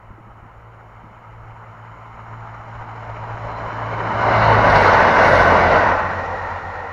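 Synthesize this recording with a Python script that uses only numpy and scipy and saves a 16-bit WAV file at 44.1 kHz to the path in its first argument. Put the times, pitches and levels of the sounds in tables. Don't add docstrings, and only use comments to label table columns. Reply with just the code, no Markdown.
import sys
import numpy as np
from scipy import signal
from scipy.fft import rfft, irfft
from scipy.io import wavfile
from scipy.ndimage import uniform_filter1d, minimum_filter1d

SR = 44100
rng = np.random.default_rng(int(sys.argv[2]) if len(sys.argv) > 2 else 0)


def dump(signal):
    limited = np.clip(np.atleast_2d(signal).T, -1, 1)
    pcm = np.round(limited * 32767).astype(np.int16)
    wavfile.write(sys.argv[1], SR, pcm)


N = 305543
FFT_SIZE, HOP = 1024, 256
TIME = np.arange(N) / SR
FRAME_S = np.arange(N // HOP + 5)[:, None] * HOP / SR
BIN_HZ = np.fft.rfftfreq(FFT_SIZE, 1 / SR)

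TRAIN_SPEED, SOUND_SPEED = 32.2, 343
TRACK_M = 7.0


def gain_of(db):
    return 10 ** (np.asarray(db) / 20)


def evened(x):
    return x / np.sqrt(np.mean(x ** 2) + 1e-20)


def colour(points):
    hz, db = np.transpose(points)
    octave, known = np.log2(BIN_HZ + 1), np.log2(hz + 1)
    beyond = abs(octave - np.clip(octave, known[0], known[-1]))
    return np.interp(octave, known, db) - 60 * beyond


def band_db(field_db, lo, hi):
    band = field_db[..., (BIN_HZ >= lo) & (BIN_HZ < hi)]
    power = (gain_of(band) ** 2).sum(-1, keepdims=True)
    return 10 * np.log10(power + 1e-20)


def noise(field_db, patchy_db):
    real, imag, patches = rng.standard_normal((3, len(FRAME_S), len(BIN_HZ)))
    patches = uniform_filter1d(patches, size=8, axis=0)
    patches = evened(uniform_filter1d(patches, size=7, axis=1))
    bins = (real + 1j * imag) * gain_of(field_db + patchy_db * patches)
    sound = signal.istft(bins.T, nperseg=FFT_SIZE, noverlap=FFT_SIZE - HOP)[1][:N]
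    return sound * np.sqrt(3 / 2)


def wander(rate_hz):
    step = 32
    size = N // step + 2
    low_pass = np.exp(-(np.fft.rfftfreq(size, step / SR) / rate_hz) ** 2)
    slow = irfft(rfft(rng.standard_normal(size)) * low_pass, size)
    return np.interp(np.arange(N) / step, np.arange(size), evened(slow))


def shaken(turns, width_hz):
    in_phase = wander(width_hz) * np.cos(2 * np.pi * turns)
    return in_phase + wander(width_hz) * np.sin(2 * np.pi * turns)


def swell(middle_s, half_s, height):
    return height * np.exp(-((TIME - middle_s) / half_s) ** 2)


def add(mix, s, sound):
    part = mix[round(s * SR):][:len(sound)]
    part += sound[:len(part)]


def knock(hz, width_hz, decay_s):
    t = TIME[:SR // 4]
    burst = rng.standard_normal(len(t)) * np.exp(-t / decay_s)
    pole = np.exp((2j * hz - width_hz) * np.pi / SR)
    sound = signal.lfilter([1], np.poly([pole, pole, pole]), burst).real
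    return sound / abs(sound).max()


def flyby(abreast_s, t):
    mach = TRAIN_SPEED / SOUND_SPEED
    late = t - abreast_s + TRACK_M / SOUND_SPEED
    along_m = TRAIN_SPEED * late
    slant_m = np.sqrt(along_m ** 2 + (1 - mach ** 2) * TRACK_M ** 2)
    far = (slant_m - mach * along_m) / (1 - mach ** 2)
    return far, 1 / (1 + mach * (along_m - mach * far) / far)


DIP_M, DIP_WIDTH = 16, 0.81
SIDE_FOCUS = 5


def passing(times, levels_db, carry, t):
    doubling_db, side_db, past_db, dip_db = carry
    power = 0
    for s, db in zip(times, levels_db):
        far, doppler = flyby(s, t)
        near = TRACK_M / far
        past = (1 / doppler - 1) * SOUND_SPEED / TRAIN_SPEED
        ground_dip_db = dip_db * np.exp(-(np.log2(far / DIP_M) / DIP_WIDTH) ** 2)
        range_db = doubling_db * np.log2(near) - ground_dip_db
        angle_db = side_db * (near ** SIDE_FOCUS - 1) + past_db * past
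        power += gain_of(db + range_db + angle_db) ** 2
    return 10 * np.log10(power)


# (time [s], roar [dB],
# harsh upper roar [dB], hiss [dB], rail sizzle [dB], track-bed rumble [dB])
BOGIES = [(4.455, -17.5, -20.8, -44, -38, -30), (4.86, -15.5, -17, -36.5, -39, -30),
          (5.3, -14.5, -18, -36, -46.5, -27), (5.69, -16, -20.5, -40.5, -53, -29.5)]
# (loss per doubling of distance [dB], rise side-on [dB],
# rise behind and equal fall ahead [dB], loss in the ground dip [dB])
ROAR_CARRY = (10, -5, -0.8, 4.5)
HARSH_CARRY = (8.5, -0.2, 0.9, 1.5)
HISS_CARRY = (10.5, -2.5, 0, 5)
SIZZLE_CARRY = (9.8, 6, 0.3, 2)
RUMBLE_CARRY = (10.5, -2.5, -0.6, 0.5)


def bogie_levels(t):
    times, *columns = np.transpose(BOGIES)
    carries = dict(roar=ROAR_CARRY, harsh=HARSH_CARRY, hiss=HISS_CARRY, sizzle=SIZZLE_CARRY, rumble=RUMBLE_CARRY)
    return {name: passing(times, levels, carries[name], t) for name, levels in zip(carries, columns)}


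def bogie_gain(name):
    frame_s = FRAME_S.ravel()
    return gain_of(np.interp(TIME, frame_s, bogie_levels(frame_s)[name]))


# (frequency [Hz], relative level per Hz [dB])
FOREST = [(60, 0), (150, -3.5), (250, -22.5), (330, -3), (430, -1), (560, 1), (900, -8), (2000, -24),
          (5000, -43.5)]
FOREST_DB = -54


def forest():
    hush = colour(FOREST)
    return noise(hush - band_db(hush, 20, 8000) + FOREST_DB, patchy_db=1)


# (time [s], peak [dB])
BUMPS = [(.1, -35.5), (.18, -35.5), (.265, -39), (0.368, -39), (.425, -36), (1.031, -36), (1.108, -42)]


def microphone_bumps():
    out = np.zeros(N)
    for s, db in BUMPS:
        add(out, s, gain_of(db) * knock(hz=126, width_hz=340, decay_s=0.021))
    return out


# (time [s], peak [dB], pitch of the ring [Hz], decay [s])
TICKS = [(4.699, -22, 4030, .011), (4.756, -21, 4200, 0.0094), (4.82, -33, 8600, .0005),
         (4.874, -24, 3960, 0.009), (4.934, -27, 4100, .009), (5.352, -24.5, 3940, 0.022)]


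def grit_ticks():
    out = np.zeros(N)
    for s, db, hz, decay_s in TICKS:
        add(out, s, gain_of(db) * knock(hz, width_hz=0.6 * hz, decay_s=decay_s))
    return out


# (frequency [Hz], relative level per Hz [dB])
RUMBLE = [(32, -22.5), (55, -6), (75, 2.5), (110, 0), (160, 2.5), (205, 4.5), (260, -1.5), (310, -0.5),
          (380, -1), (500, -17)]
BUFFET = [(12, -25), (24, -11), (35, -1), (48, -4), (62, -3), (90, -25.5), (160, -54)]
SPRAY = [(7000, -31.5), (8000, -8), (8500, 5.5), (9300, -1), (10300, 3), (11500, -5.5), (13000, -18.5),
         (14600, -20), (16000, -17)]
# (time [s], spray of air and grit [dB], deep buffeting [dB])
CARS = [(4.77, -58.5, -44), (5.33, -55, -48.5)]
BUFFET_CARRY = (2.5, 0.8, -0.7, -2.5)
SPRAY_CARRY = (7.5, 5.7, 0.5, 0.2)


def underside():
    times, spray_db, buffet_db = np.transpose(CARS)
    rumble, buffet, spray = colour(RUMBLE), colour(BUFFET), colour(SPRAY)
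    rumble = rumble - band_db(rumble, 130, 330) + bogie_levels(FRAME_S)["rumble"]
    buffet = buffet - band_db(buffet, 20, 48) + passing(times, buffet_db, BUFFET_CARRY, FRAME_S)
    spray = spray - band_db(spray, 8300, 15000) + passing(times, spray_db, SPRAY_CARRY, FRAME_S)
    return noise(rumble, patchy_db=1.05) + noise(buffet, patchy_db=3.5) + noise(spray, patchy_db=0.0)


# (time the block is abreast [s], cycle rate [Hz], lift of its orders when close [dB])
ENGINES = [(4.72, 16.98, 3), (5.36, 15.5, 9)]
# (time [s], drone [dB])
EXHAUSTS = [(4.63, -21), (5.53, -27.5)]
# (multiple of the cycle rate, level relative to the drone [dB])
ENGINE_ORDERS = [(2, -27), (3, -10), (4, -22.5), (6, 0), (8, -21), (9, -15.5), (12, -17.5), (15, -23),
                 (18, -26.5), (22, -22.5)]
DRONE_CARRY = (7.5, -5, -1, 7)


def engines():
    out = np.zeros(N)
    for (abreast_s, cycle_hz, block_db), (exhaust_s, drone_db) in zip(ENGINES, EXHAUSTS):
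        far, doppler = flyby(abreast_s, TIME)
        level_db = passing([exhaust_s], [drone_db], DRONE_CARRY, TIME)
        unsteady = 1 + 0.0022 * wander(rate_hz=5.2)
        turns = np.cumsum(cycle_hz * doppler * unsteady) / SR
        for multiple, db in ENGINE_ORDERS:
            order = round(multiple)
            lift_db = block_db * (TRACK_M / far) ** 2 * (order != 6)
            drift_db = 2.0 * wander(rate_hz=8.6)
            tone = np.sin(2 * np.pi * (order * turns + rng.random()))
            out += np.sqrt(2) * gain_of(level_db + db + lift_db + drift_db) * tone
    return out


SIZZLE_HZ = 4055
NOTE_DB, NOTE_LOSS_DB_PER_M = -57.5, 0.3


def singing_rail():
    nearest_m = np.min([flyby(s, TIME)[0] for s, *_ in BOGIES], axis=0)
    flare_db = swell(middle_s=3.56, half_s=0.12, height=8.9)
    note_gain = gain_of(NOTE_DB - NOTE_LOSS_DB_PER_M * nearest_m + flare_db)
    note = note_gain * shaken(SIZZLE_HZ * TIME, width_hz=65)
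    return note + bogie_gain("sizzle") * shaken(SIZZLE_HZ * TIME, width_hz=760)


# (frequency [Hz], width [Hz], level relative to SINGING_DB [dB])
SINGING_MODES = [(868, 12, -4), (2024, 9, -3.5), (2025, 67, -5.5), (2690, 12, -22.5)]
SINGING_S, SINGING_RISE_S, SINGING_DB = 5.6, 0.3, -38


def singing_wheel():
    last_s, *_ = BOGIES[-1]
    clock = np.cumsum(flyby(last_s, TIME)[1]) / SR
    rise = np.clip(1 + (TIME - SINGING_S) / SINGING_RISE_S, 0, 1)
    modes = sum(gain_of(db) * shaken(hz * clock, width) for hz, width, db in SINGING_MODES)
    return gain_of(SINGING_DB) * rise * modes


# (frequency [Hz], width [Hz], level relative to the roar [dB], lift when abreast [dB])
WHEEL_MODES = [(715.4, 5.3, -23, 13.5), (863, 12, -12.5, 3), (929, 7.7, -12.5, 4.5), (1060, 6, -26.5, 0),
               (1145, 24, -26.5, 1.5), (1973, 8.7, -26, 10.5), (2170, 12, -35.5, 13.5),
               (2640, 8.1, -39, 7.5), (2765, 15, -34, 4), (4710, 45, -42, 8.5), (5100, 45, -53.5, 5)]
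# (frequency [Hz], width [Hz], level relative to the roar [dB])
RAIL_MODES = [(630, 12, -17), (695, 10, -15), (985, 12, -17), (1510, 9, -14)]


def ringing():
    fars, dopplers = np.transpose([flyby(s, TIME) for s, *_ in BOGIES], (1, 0, 2))
    nears = TRACK_M / fars
    nearness = np.sqrt((nears ** 2).sum(0))
    out = np.zeros(N)
    for near, doppler in zip(nears, dopplers):
        clock = np.cumsum(doppler) / SR
        for hz, width, db, side_db in WHEEL_MODES:
            side_lift = 1 + (gain_of(side_db) - 1) * near ** 2
            out += near / nearness * gain_of(db) * side_lift * shaken(hz * clock, width)
    rail = sum(gain_of(db) * shaken(hz * TIME, width) for hz, width, db in RAIL_MODES)
    return bogie_gain("roar") * (out + np.minimum(nearness, 1) * rail)


# (multiple of the turning rate, swing at depth 1 [dB])
TREAD = [(1, 1.2), (2, .55), (3, .8), (4, .55), (6, .35), (9, .3)]
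WHEEL_TURNS_PER_S = 13.06
THROB_PEAK_S = 3.17


def worn_tread():
    lead_s, *_ = BOGIES[0]
    turns = np.cumsum(WHEEL_TURNS_PER_S * flyby(lead_s, TIME)[1]) / SR
    turns = turns - np.interp(THROB_PEAK_S, TIME, turns)
    depth = 0.26 + swell(middle_s=2.85, half_s=0.83, height=0.44)
    return gain_of(depth * sum(db * np.cos(2 * np.pi * round(k) * turns) for k, db in TREAD))


def ground_echo(detour_m=0.49, depth_db=3.0, fade_hz=1100):
    fars = np.array([flyby(s, FRAME_S)[0] for s, *_ in BOGIES])
    shares = fars ** -4. / (fars ** -4.).sum(0)
    near = TRACK_M / fars
    comb = np.cos(2 * np.pi * BIN_HZ * detour_m * near / SOUND_SPEED)
    return depth_db * (shares * near * comb).sum(0) * np.exp(-(BIN_HZ / fade_hz) ** 2)


# (frequency [Hz], relative level per Hz [dB])
ROAR_FAR = [(160, -42), (280, -40), (306, -11.5), (329, -18), (397, -33), (466, -5), (495, -17.5),
            (587, -7), (910, 0), (1100, -4), (1300, -1), (1710, -13.5), (2130, -12.5), (2550, -24),
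            (3050, -22.5), (3960, -64), (6710, -120)]
ROAR_NEAR = [(160, -51), (280, -9.5), (352, -7), (385, -10.5), (422, -0.5), (515, -7.5), (587, 2),
             (792, -2), (920, 3.5), (1270, -6), (1490, -8.5), (1760, -13.5), (2260, -17.5), (2570, -28),
             (3050, -23), (3960, -70), (6710, -120)]
ROAR_ABREAST = [(160, -47), (280, -16.5), (306, -20.5), (365, -7.5), (471, -2), (610, 2), (840, -6),
                (1010, -1.5), (1160, -0.5), (1240, -7.5), (1490, -1.5), (1670, -9), (2150, -10.5),
                (2450, -22), (2870, -19.5), (3050, -24), (3960, -58), (6710, -120)]
ROAR_LEAVING = [(160, -50), (280, -28), (319, -22), (370, -24.5), (485, 3.5), (675, -2.5), (784, 5.5),
                (824, -15), (883, 6), (1270, -7), (1370, -1.5), (1660, -14.5), (1910, -5), (2090, -17),
                (3050, -28.5), (3960, -59), (6710, -120)]
STAGES = [2.3, 3.9, 4.7, 5.6, 6.3]
# (frequency [Hz], relative level per Hz [dB])
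HISS_FAR = [(2600, -30.5), (3150, 1.5), (3600, 0), (4100, -2.5), (4550, -3.5), (5200, -5), (5700, 0.5),
            (6050, -8), (6900, 3), (7300, -3), (7600, -16), (8500, -55.5)]
HISS_ABREAST = [(2600, -29), (3200, -1), (3900, 1.5), (4600, -3.5), (5700, -5), (6500, -12), (7200, -17),
                (7700, -26), (8500, -56)]


def rolling():
    shares = [np.interp(FRAME_S, STAGES, row) for row in np.eye(len(STAGES))]
    views = (ROAR_FAR, ROAR_NEAR, ROAR_ABREAST, ROAR_ABREAST, ROAR_LEAVING)
    roar = sum(share * colour(view) for share, view in zip(shares, views)) + ground_echo()
    roar = roar + np.interp(BIN_HZ, [3070, 3160], [0, -9])
    level = bogie_levels(FRAME_S)
    upper = 1 / (1 + (1250 / (BIN_HZ + 1)) ** 6)
    roar_lift_db = level["roar"] - band_db(roar, 350, 1250)
    harsh_lift_db = level["harsh"] - band_db(roar, 1250, 3200)
    roar = roar + (1 - upper) * roar_lift_db + upper * harsh_lift_db
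    distant = shares[0] + 0.5 * shares[1] + 0.39 * shares[-1]
    hiss = distant * colour(HISS_FAR) + (1 - distant) * colour(HISS_ABREAST)
    hiss = hiss + level["hiss"] - band_db(hiss, 3300, 7500)
    return noise(roar, patchy_db=1.25) + noise(hiss, patchy_db=1.0)


def scene():
    uneven_rail = gain_of(0.55 * wander(rate_hz=22))
    wheels = (rolling() + ringing()) * worn_tread() * uneven_rail
    singing = singing_rail() + singing_wheel()
    background = forest() + microphone_bumps()
    return (background + grit_ticks() + underside() + engines() + singing + wheels)[None]


def record(dry):
    notch = signal.iirnotch(7930, 9, fs=SR)
    sound = signal.lfilter(*notch, dry) + gain_of(-78.5) * rng.standard_normal(dry.shape)
    allowed = minimum_filter1d(1 / np.maximum(abs(sound), 1), size=129)
    sound = sound * uniform_filter1d(uniform_filter1d(allowed, size=63), size=63)
    low_pass = signal.firwin(511, 15750, window=("kaiser", 9), fs=SR)
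    return signal.oaconvolve(sound, low_pass[None], "same")


dry = scene()
out = record(dry)
dump(out)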